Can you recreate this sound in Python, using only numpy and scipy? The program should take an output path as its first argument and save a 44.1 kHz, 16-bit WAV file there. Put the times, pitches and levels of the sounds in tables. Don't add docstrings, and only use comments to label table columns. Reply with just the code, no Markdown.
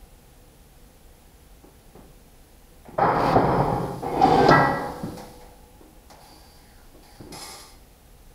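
import sys
import numpy as np
from scipy import signal
from scipy.fft import rfft, irfft, next_fast_len
from scipy.io import wavfile
from scipy.ndimage import map_coordinates

SR = 44100
rng = np.random.default_rng(int(sys.argv[2]) if len(sys.argv) > 2 else 0)


def store_wav(level_fs):
    pcm = np.round(np.clip(np.atleast_2d(level_fs), -1, 1) * 32767)
    wavfile.write(sys.argv[1], SR, pcm.T.astype(np.int16))


N = 367794


# f/Hz, level/dB
CUT_COLOUR = [(21, -57), (35, -14.5), (70, -18.5), (97, -26.5), (128, -5.5), (224, -17), (489, -1.5),
              (656, 0), (798, 5), (1180, -4), (1470, -12), (2170, -24), (2770, -42), (4740, -47),
              (5770, -60), (12000, -60), (15600, -78), (22000, -120)]
# f/Hz, width/Hz, level/dB re broad response
CUT_PEAKS = [(48, 25, 1), (75.3, 7, 12), (127.5, 13.6, 7), (177, 19, 1.5), (524, 21, 4), (626, 6.7, 0),
             (820, 39, 0), (1145, 26, -0.5), (3190, 160, 5.5), (5050, 197, 14.5)]
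# level/dB, drift/(dB/s)
CUT_PARTS = [(-32, 14.5), (-24.5, 1), (-25, -13.5), (-52, 8)]
# f/Hz, level/dB
CRUNCH_COLOUR = [(120, -3), (270, 21), (500, 5.5), (800, 16), (1160, 22.5), (1450, -2), (2150, 8.5),
                 (2800, -2), (3800, -2), (4900, 1.5), (5800, -13), (8000, -18), (11000, -15.5),
                 (15500, -21.5)]

def downstroke():
    start_s = 2.979
    speed = movement(start_s, attack_s=0.014, rise_db=7, hold_s=0.53, release_s=0.55)
    gains = [speed * amp(db + db_per_s * since(start_s)) for db, db_per_s in CUT_PARTS]
    grind = blade_friction(gains, CUT_COLOUR, CUT_PEAKS, slips_per_s=1600, spread_db=3.5)
    fractures = slips(per_s=1800, spread_db=6.5) * amp(1.7 * wobble(45))
    crunch = coloured(steel(fractures, t60_s=0.06, contrast=0.57), CRUNCH_COLOUR)
    parting = movement(3.14, attack_s=0.1, rise_db=13, hold_s=0.085, release_s=0.025)
    return grind + amp(-27) * parting * crunch


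# f/Hz, level/dB
RETURN_COLOUR = [(35, -14), (60, -12), (95, -19.5), (134, -4.5), (210, -12.5), (272, -5.5), (330, -8),
                 (489, -8), (581, -12.5), (778, -1), (1400, -24), (1600, -27), (1900, -27), (4630, -33.5),
                 (9000, -45.5)]
# f/Hz, width/Hz, level/dB re broad response
RETURN_PEAKS = [(135, 7.2, -11), (270, 32, 2.5), (370, 42, 2.5), (482, 28, 6.5), (797, 85, 1),
                (2320, 43, 3), (3160, 88, 2), (3540, 31, 9), (4740, 200, 11.5)]
# level/dB at full speed, speed exponent
RETURN_PARTS = [(-25.5, .9), (-20.5, 1), (-32.5, 1), (-40, 2.14)]

def upstroke():
    speed = movement(4.022, attack_s=0.226, rise_db=12.2, hold_s=0.242, release_s=0.03, bend=2.7)
    gains = [amp(db) * speed ** exponent for db, exponent in RETURN_PARTS]
    return blade_friction(gains, RETURN_COLOUR, RETURN_PEAKS, slips_per_s=2600, spread_db=3)


def blade_friction(gains, colour, peaks, slips_per_s, spread_db):
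    drive = slips(slips_per_s, spread_db) * amp(wobble(45))
    heavy = steel(drive, t60_s=0.059, contrast=0.1)
    thin = steel(drive, t60_s=0.18, contrast=0.49)
    bands = [(heavy, 35, 350), (heavy, 350, 1100), (thin, 1100, 2600), (thin, 2700, 9000)]
    return sum(gain * body_band(x, colour, peaks, lo_hz, hi_hz)
               for gain, (x, lo_hz, hi_hz) in zip(gains, bands))


# t/s, relative clang/dB, thud/dB, crack/dB
BLOWS = [(2.986, -35.5, -51, -52), (3.011, -22.5, -28, -54), (3.325, -24, -15.5, -41),
         (3.356, -23.5, -11.5, -58), (3.832, -37, -34, -66), (4.028, -39, -39.5, -65),
         (4.217, -27, -38, -35.5), (4.484, -17, -11, -24), (4.511, -15.5, -20, -41),
         (4.536, -19.5, -19.5, -53)]
# f/Hz, level/dB
CLANG_COLOUR = [(29, -61), (50, -35), (140, 1), (207, -9), (273, -4.5), (320, -11), (637, -4.5), (820, 2.5),
                (1360, -6.5), (1490, -15.5), (1600, -9.5), (1960, -17.5), (2700, -35.5), (4580, -29.5),
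                (12000, -91), (15600, -84), (22000, -120)]
THUD_COLOUR = [(30, -19), (70, -18), (120, -1.5), (350, -2), (700, 0), (1200, -13.5), (3000, -48),
               (8000, -80)]
CRACK_COLOUR = [(1000, -20), (2600, -7), (3600, 0), (5200, 3.5), (6200, -9.5), (10000, -35), (15000, -29.5)]
# f/Hz, t60/s
CLANG_DECAY = [(100, 0.69), (260, 2.1), (700, 0.95), (1840, 1.11), (4850, 1.6)]

def blows():
    out, t = np.zeros(N), np.arange(2 * SR) / SR
    for start_s, clang_db, thud_db, crack_db in BLOWS:
        clang = amp(clang_db - 5) * burst(CLANG_COLOUR, CLANG_DECAY)
        thud = amp(thud_db + 1) * burst(THUD_COLOUR, [(100, 0.24), (800, 0.13)])
        crack = amp(crack_db + 1.5) * burst(CRACK_COLOUR, [(4000, 0.13), (10000, 0.08)])
        add(out, start_s, (clang + thud + crack) * (1 - np.exp(-t / 0.0019)))
    return out


# f/Hz, relative level/dB, t60/s
FRAME_MODES = [(71.8, -20.5, 2.2), (132.6, -8.5, 0.71), (139.8, -11, 0.59), (170.2, -18, 0.92),
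               (279.8, -4, 0.74), (385, -18, 1.3), (494, -15, 2.3), (558, -11, 1.2), (730, -9, 1.14),
               (784, -28.5, 3.6), (815, -5.5, 1.04), (842, -23.5, 3.17), (880, -13, .8), (993, -7.5, 0.58),
               (1328, -8.5, 0.94), (1324, 2.5, 0.24), (1618, -1, 0.64), (1683, -10, 0.4), (1940, -3, 0.64),
               (1990, -13.5, 0.62), (2580, -19, 0.45), (3080, -27.5, 0.88), (3540, -31, .6),
               (4000, -25, 0.45), (4662, -26, 1.02), (5250, -32.5, 1.3)]

def frame_ring():
    out, t = np.zeros(N), np.arange(2 * SR) / SR
    stop_s = 4.508
    onset = amp(-16) * (1 - np.exp(-t / 0.0029))
    for hz, db, t60_s in FRAME_MODES:
        linewidth_hz = 5.4 * np.sqrt(hz / 1500)
        wander_rad = np.cumsum(rng.standard_normal(len(t))) * np.sqrt(2 * np.pi * linewidth_hz / SR)
        flutter_db = 2.3 * np.interp(t, np.linspace(0, t[-1], 90), rng.standard_normal(90))
        mode = np.sin(2 * np.pi * (hz * t + rng.random()) + wander_rad)
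        add(out, stop_s, onset * amp(db + flutter_db - 60 * t / t60_s) * mode)
    return out


# centre t/s, half length/s, f/Hz, relative level/dB
SQUEALS = [(2.989, .008, 624, -18), (3.026, .012, 801, -14), (3.07, .06, 4970, -54), (3.56, .12, 5190, -54),
           (4.1, .06, 2163, -50.5), (4.22, .07, 2500, -47.5), (4.219, .011, 782, -14),
           (4.242, .012, 784, -9), (4.35, 0.027, 3120, -41), (4.406, .02, 799, -15),
           (4.441, 0.1, 1552, -30.5), (6.398, .23, 4700, -63)]

def squeals():
    out, t = np.zeros(N), np.arange(N) / SR
    drift_hz = 8 * wobble(70)
    for centre_s, half_s, hz, db in SQUEALS:
        near = abs(t - centre_s) < 2 * half_s
        swell = np.exp(-2 * ((t[near] - centre_s) / half_s) ** 2)
        out[near] += amp(db + 2) * swell * np.sin(2 * np.pi * np.cumsum(hz + drift_hz[near]) / SR)
    return out


# t/s, relative level/dB, thump offset/dB
BUMPS = [(1.637, -37.5, -26), (1.951, -33.5, -13.5), (1.989, -37.5, -14), (2.884, -41, -3),
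         (2.936, -39, -4), (5.033, -24.5, -6), (5.084, -28.5, -10.5), (5.809, -37.5, -25),
         (6.314, -40, -19), (6.943, -37.5, -25), (7.199, -32, -6.5), (7.267, -36, -16), (7.308, -34.5, -7)]
# f/Hz, level/dB
KNOCK_COLOUR = [(120, -14), (220, -5.5), (340, 2.5), (460, -5.5), (700, -15), (1100, -22.5), (3000, -41),
                (8000, -62)]
THUMP_COLOUR = [(40, -20), (90, -3), (140, -2.5), (220, 0.5), (350, -14), (1000, -44), (4000, -80)]

def bumps():
    out, t = np.zeros(N), np.arange(2 * SR) / SR
    for start_s, db, offset_db in BUMPS:
        knock = amp(db - 4.5) * burst(KNOCK_COLOUR, [(300, 0.086), (800, 0.26)])
        thump = amp(db + offset_db + 3) * burst(THUMP_COLOUR, [(100, 0.2), (300, 0.13)])
        add(out, start_s, (knock + thump) * (1 - np.exp(-t / 0.0013)))
    return out


# f/Hz, level/dB
SHEET_COLOUR = [(300, 6.5), (600, -5), (850, 3.5), (1150, -0.5), (1500, -9.5), (2100, -4.5), (2750, -11),
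                (3400, -7), (4400, 1), (6000, -1), (8500, -8.5), (10500, -6), (12500, -13), (15500, -15)]
# f/Hz, width/Hz, level/dB re broad response
SHEET_PEAKS = [(800, 42, 0), (1175, 8.4, 8), (2078, 15, 4), (3540, 30, 9), (4280, 21, 13), (4610, 41, 9),
               (5010, 110, 9), (5330, 33, 5), (5840, 20, -7), (6630, 30, 8), (7620, 28, 11), (9960, 86, 11),
               (10400, 40, 10), (11300, 250, 9)]
# f/Hz, relative level/dB
SHEET_SONG = [(1195, -9.5), (2085, -15.5), (4250, -7.5), (10400, -12)]

def push():
    start_s, t = 7.32, np.arange(N) / SR
    speed = movement(start_s, attack_s=0.12, rise_db=6, hold_s=0.01, release_s=0.37)
    breakaway_db = 8 * np.exp(-since(start_s) / 0.011)
    scrape = slide(SHEET_COLOUR, SHEET_PEAKS, body_db=-44.5, scratch_db=-41 + breakaway_db)
    song = sum(amp(db + 2.3 * wobble(24)) * np.sin(2 * np.pi * hz * t + 0.5 * wobble(25))
               for hz, db in SHEET_SONG)
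    return speed * (scrape + amp(-41.5) * song)


# t/s, level/dB, tick/dB re clack
TAPS = [(2.853, -46.5, -34), (5.172, -41, -1.5), (5.41, -49.5, -7), (6.1, -45.5, -1.5), (7.321, -45, -14)]
# f/Hz, level/dB
CLACK_COLOUR = [(200, -12), (500, -2.5), (720, 3.5), (850, 6.5), (1050, -10), (2200, -10.5), (3000, -21),
                (8000, -47)]

def taps():
    out = np.zeros(N)
    for start_s, db, tick_db in TAPS:
        clack = burst(CLACK_COLOUR, [(700, 0.56), (3000, 0.52)])
        tick = burst(SHEET_COLOUR, [(2000, 0.35), (10000, 0.16)])
        add(out, start_s, amp(db) * (clack + amp(tick_db) * tick))
    return out


# t/s, attack/s, rise/dB, hold/s, release/s, relative level/dB
NUDGES = [(6.2, 0.025, 5, 0.045, 1.0, -56), (7.024, .02, 4, 0.12, 0.23, -58.5)]
# f/Hz, level/dB
NUDGE_COLOUR = [(400, -7), (800, 4), (1100, -7.5), (2200, -11), (3200, -21.5), (4200, -14.5), (4700, -10),
                (5100, -11), (5800, -17), (8500, -23.5), (10000, -17.5), (14000, -25)]

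def nudges():
    speed = sum(amp(db) * movement(*shape) for *shape, db in NUDGES)
    return speed * slide(NUDGE_COLOUR, [(4600, 120, 4)], body_db=-1, scratch_db=-0.5)


def slide(colour, peaks, body_db, scratch_db):
    catches = slips(per_s=5000, spread_db=2) * amp(1.1 * wobble(65))
    ringing = steel(catches, t60_s=0.097, contrast=0.97)
    low = body_band(ringing, colour, peaks, lo_hz=380, hi_hz=2650)
    high = body_band(ringing, colour, peaks, lo_hz=2830, hi_hz=15000)
    return amp(body_db) * low + amp(scratch_db) * high


# centre t/s, half length/s, start f/Hz, end f/Hz, level/dB
SWISHES = [(6.758, .14, 2190, 948, -64.5), (7.139, .1, 2306, 1350, -64)]

def swishes():
    out, t = np.zeros(N), np.arange(N) / SR
    for centre_s, half_s, start_hz, end_hz, db in SWISHES:
        hz = np.interp(t, [centre_s - half_s, centre_s + half_s], [start_hz, end_hz])
        carrier = np.exp(2j * np.pi * np.cumsum(hz) / SR)
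        rub = unit(np.real((wobble(650) + 1j * wobble(600)) * carrier))
        out += amp(db) * np.exp(-((t - centre_s) / half_s) ** 4) * rub
    return out


# f/Hz, t60/s
ROOM_DECAY = [(150, 0.76), (1000, 0.67), (5000, 0.62), (12000, 0.28)]

def room(x):
    tail = burst([(100, 0), (10000, -8)], ROOM_DECAY)[:SR]
    return signal.fftconvolve(x, np.pad(tail / np.linalg.norm(tail), (SR // 100, 0)))[:N]


# f/Hz, level/dB
AIR_COLOUR = [(12, -33), (20, 2), (59, 0.5), (90, -11), (157, -9), (196, -15.5), (232, -11.5), (393, -19.5),
              (492, -13.5), (565, -21.5), (726, -24.5), (1040, -26.5), (6030, -32.5), (11100, -34),
              (15500, -32.5)]
# f/Hz, width/Hz, level/dB re broad noise
DUCT_PEAKS = [(490, 6.1, -5.5), (597, 10, -3), (783, 110, 7), (10230, 70, 10), (11060, 700, 2.5)]

def ventilation():
    return amp(-50) * unit(filtered(rng.standard_normal(N), lambda hz: body(hz, AIR_COLOUR, DUCT_PEAKS)))


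# f/Hz, level/dB
HISS_COLOUR = [(2000, -3), (4800, 9.5), (6500, 2.5), (9500, 0.5), (10500, 9.5), (12200, -3.5), (14000, 5),
               (15600, -8)]

def hiss():
    swell = movement(3.08, attack_s=0.68, rise_db=10, hold_s=1.47, release_s=0.47)
    return amp(-53.5) * swell * coloured(rng.standard_normal(N), HISS_COLOUR)


def movement(start_s, attack_s, rise_db, hold_s, release_s, bend=1):
    t = np.arange(N) / SR - start_s
    onset = np.clip(t / 0.005, 0, 1)
    rise = amp(-rise_db * (1 - np.clip(t / attack_s, 0, 1) ** bend))
    taper = np.clip(1 - (t - attack_s - hold_s) / release_s, 0, 1) ** 1.53
    return onset * rise * taper


def slips(per_s, spread_db):
    impulses = (rng.random(N) < per_s / SR) * rng.choice([-1, 1], N)
    return unit(impulses * amp(spread_db * np.clip(rng.standard_normal(N), -2, 2)))


def steel(drive, t60_s, contrast):
    t = np.arange(SR // 3) / SR
    modes = rfft(rng.standard_normal(len(t)) * amp(-60 * t / t60_s))
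    return signal.fftconvolve(drive, irfft(modes * abs(modes) ** (contrast - 1)))[:N]


def burst(colour, decay):
    noise = coloured(rng.standard_normal(2 * SR), colour)
    hz, t, spectra = signal.stft(noise, SR, nperseg=256)
    return signal.istft(spectra * amp(-60 * t / along(decay, hz)[:, None]), SR)[1][:2 * SR]


def body(hz, colour, peaks):
    power = sum(amp(db) ** 2 / (1 + (2 * (hz - peak_hz) / width_hz) ** 2)
                for peak_hz, width_hz, db in peaks)
    return amp(along(colour, hz)) * np.sqrt(1 + power)


def body_band(x, colour, peaks, lo_hz, hi_hz):
    def response(hz):
        rolloff = np.sqrt((1 + (lo_hz / (hz + 1)) ** 12) * (1 + (hz / hi_hz) ** 12))
        return body(hz, colour, peaks) / rolloff
    return unit(filtered(x, response))


def coloured(x, colour):
    return unit(filtered(x, lambda hz: amp(along(colour, hz))))


def filtered(x, response):
    size = next_fast_len(len(x) + 8192)
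    return irfft(rfft(x, size) * response(np.fft.rfftfreq(size, 1 / SR)), size)[:len(x)]


def wobble(knots_per_s):
    knots = rng.standard_normal(int(N * knots_per_s / SR) + 4)
    return map_coordinates(knots, [np.arange(N) * knots_per_s / SR], order=2)


def along(points, hz):
    points_hz, values = np.transpose(points)
    return np.interp(np.log(hz + 1), np.log(points_hz + 1), values)


def since(start_s):
    return np.clip(np.arange(N) / SR - start_s, 0, 1)


def add(track, start_s, sound):
    part = track[round(start_s * SR):][:len(sound)]
    part += sound[:len(part)]


def amp(db):
    return 10 ** (np.asarray(db) / 20)


def unit(x):
    return x / np.sqrt(np.mean(x ** 2) + 1e-20)


def notch(hz, centre_hz=2750, width_hz=190, db=-7):
    return amp(db / (1 + (2 * (hz - centre_hz) / width_hz) ** 2))


def scene():
    machine = downstroke() + upstroke() + squeals() + blows() + frame_ring()
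    handling = bumps() + taps() + swishes() + nudges() + push()
    reverb = room(amp(-12) * machine + amp(-9.5) * handling)
    return (filtered(machine + handling + reverb, notch) + ventilation() + hiss())[None]


def record(dry, top_hz=15700):
    return np.array([filtered(channel, lambda hz: hz < top_hz) for channel in dry])


dry = scene()
out = record(dry)
store_wav(out)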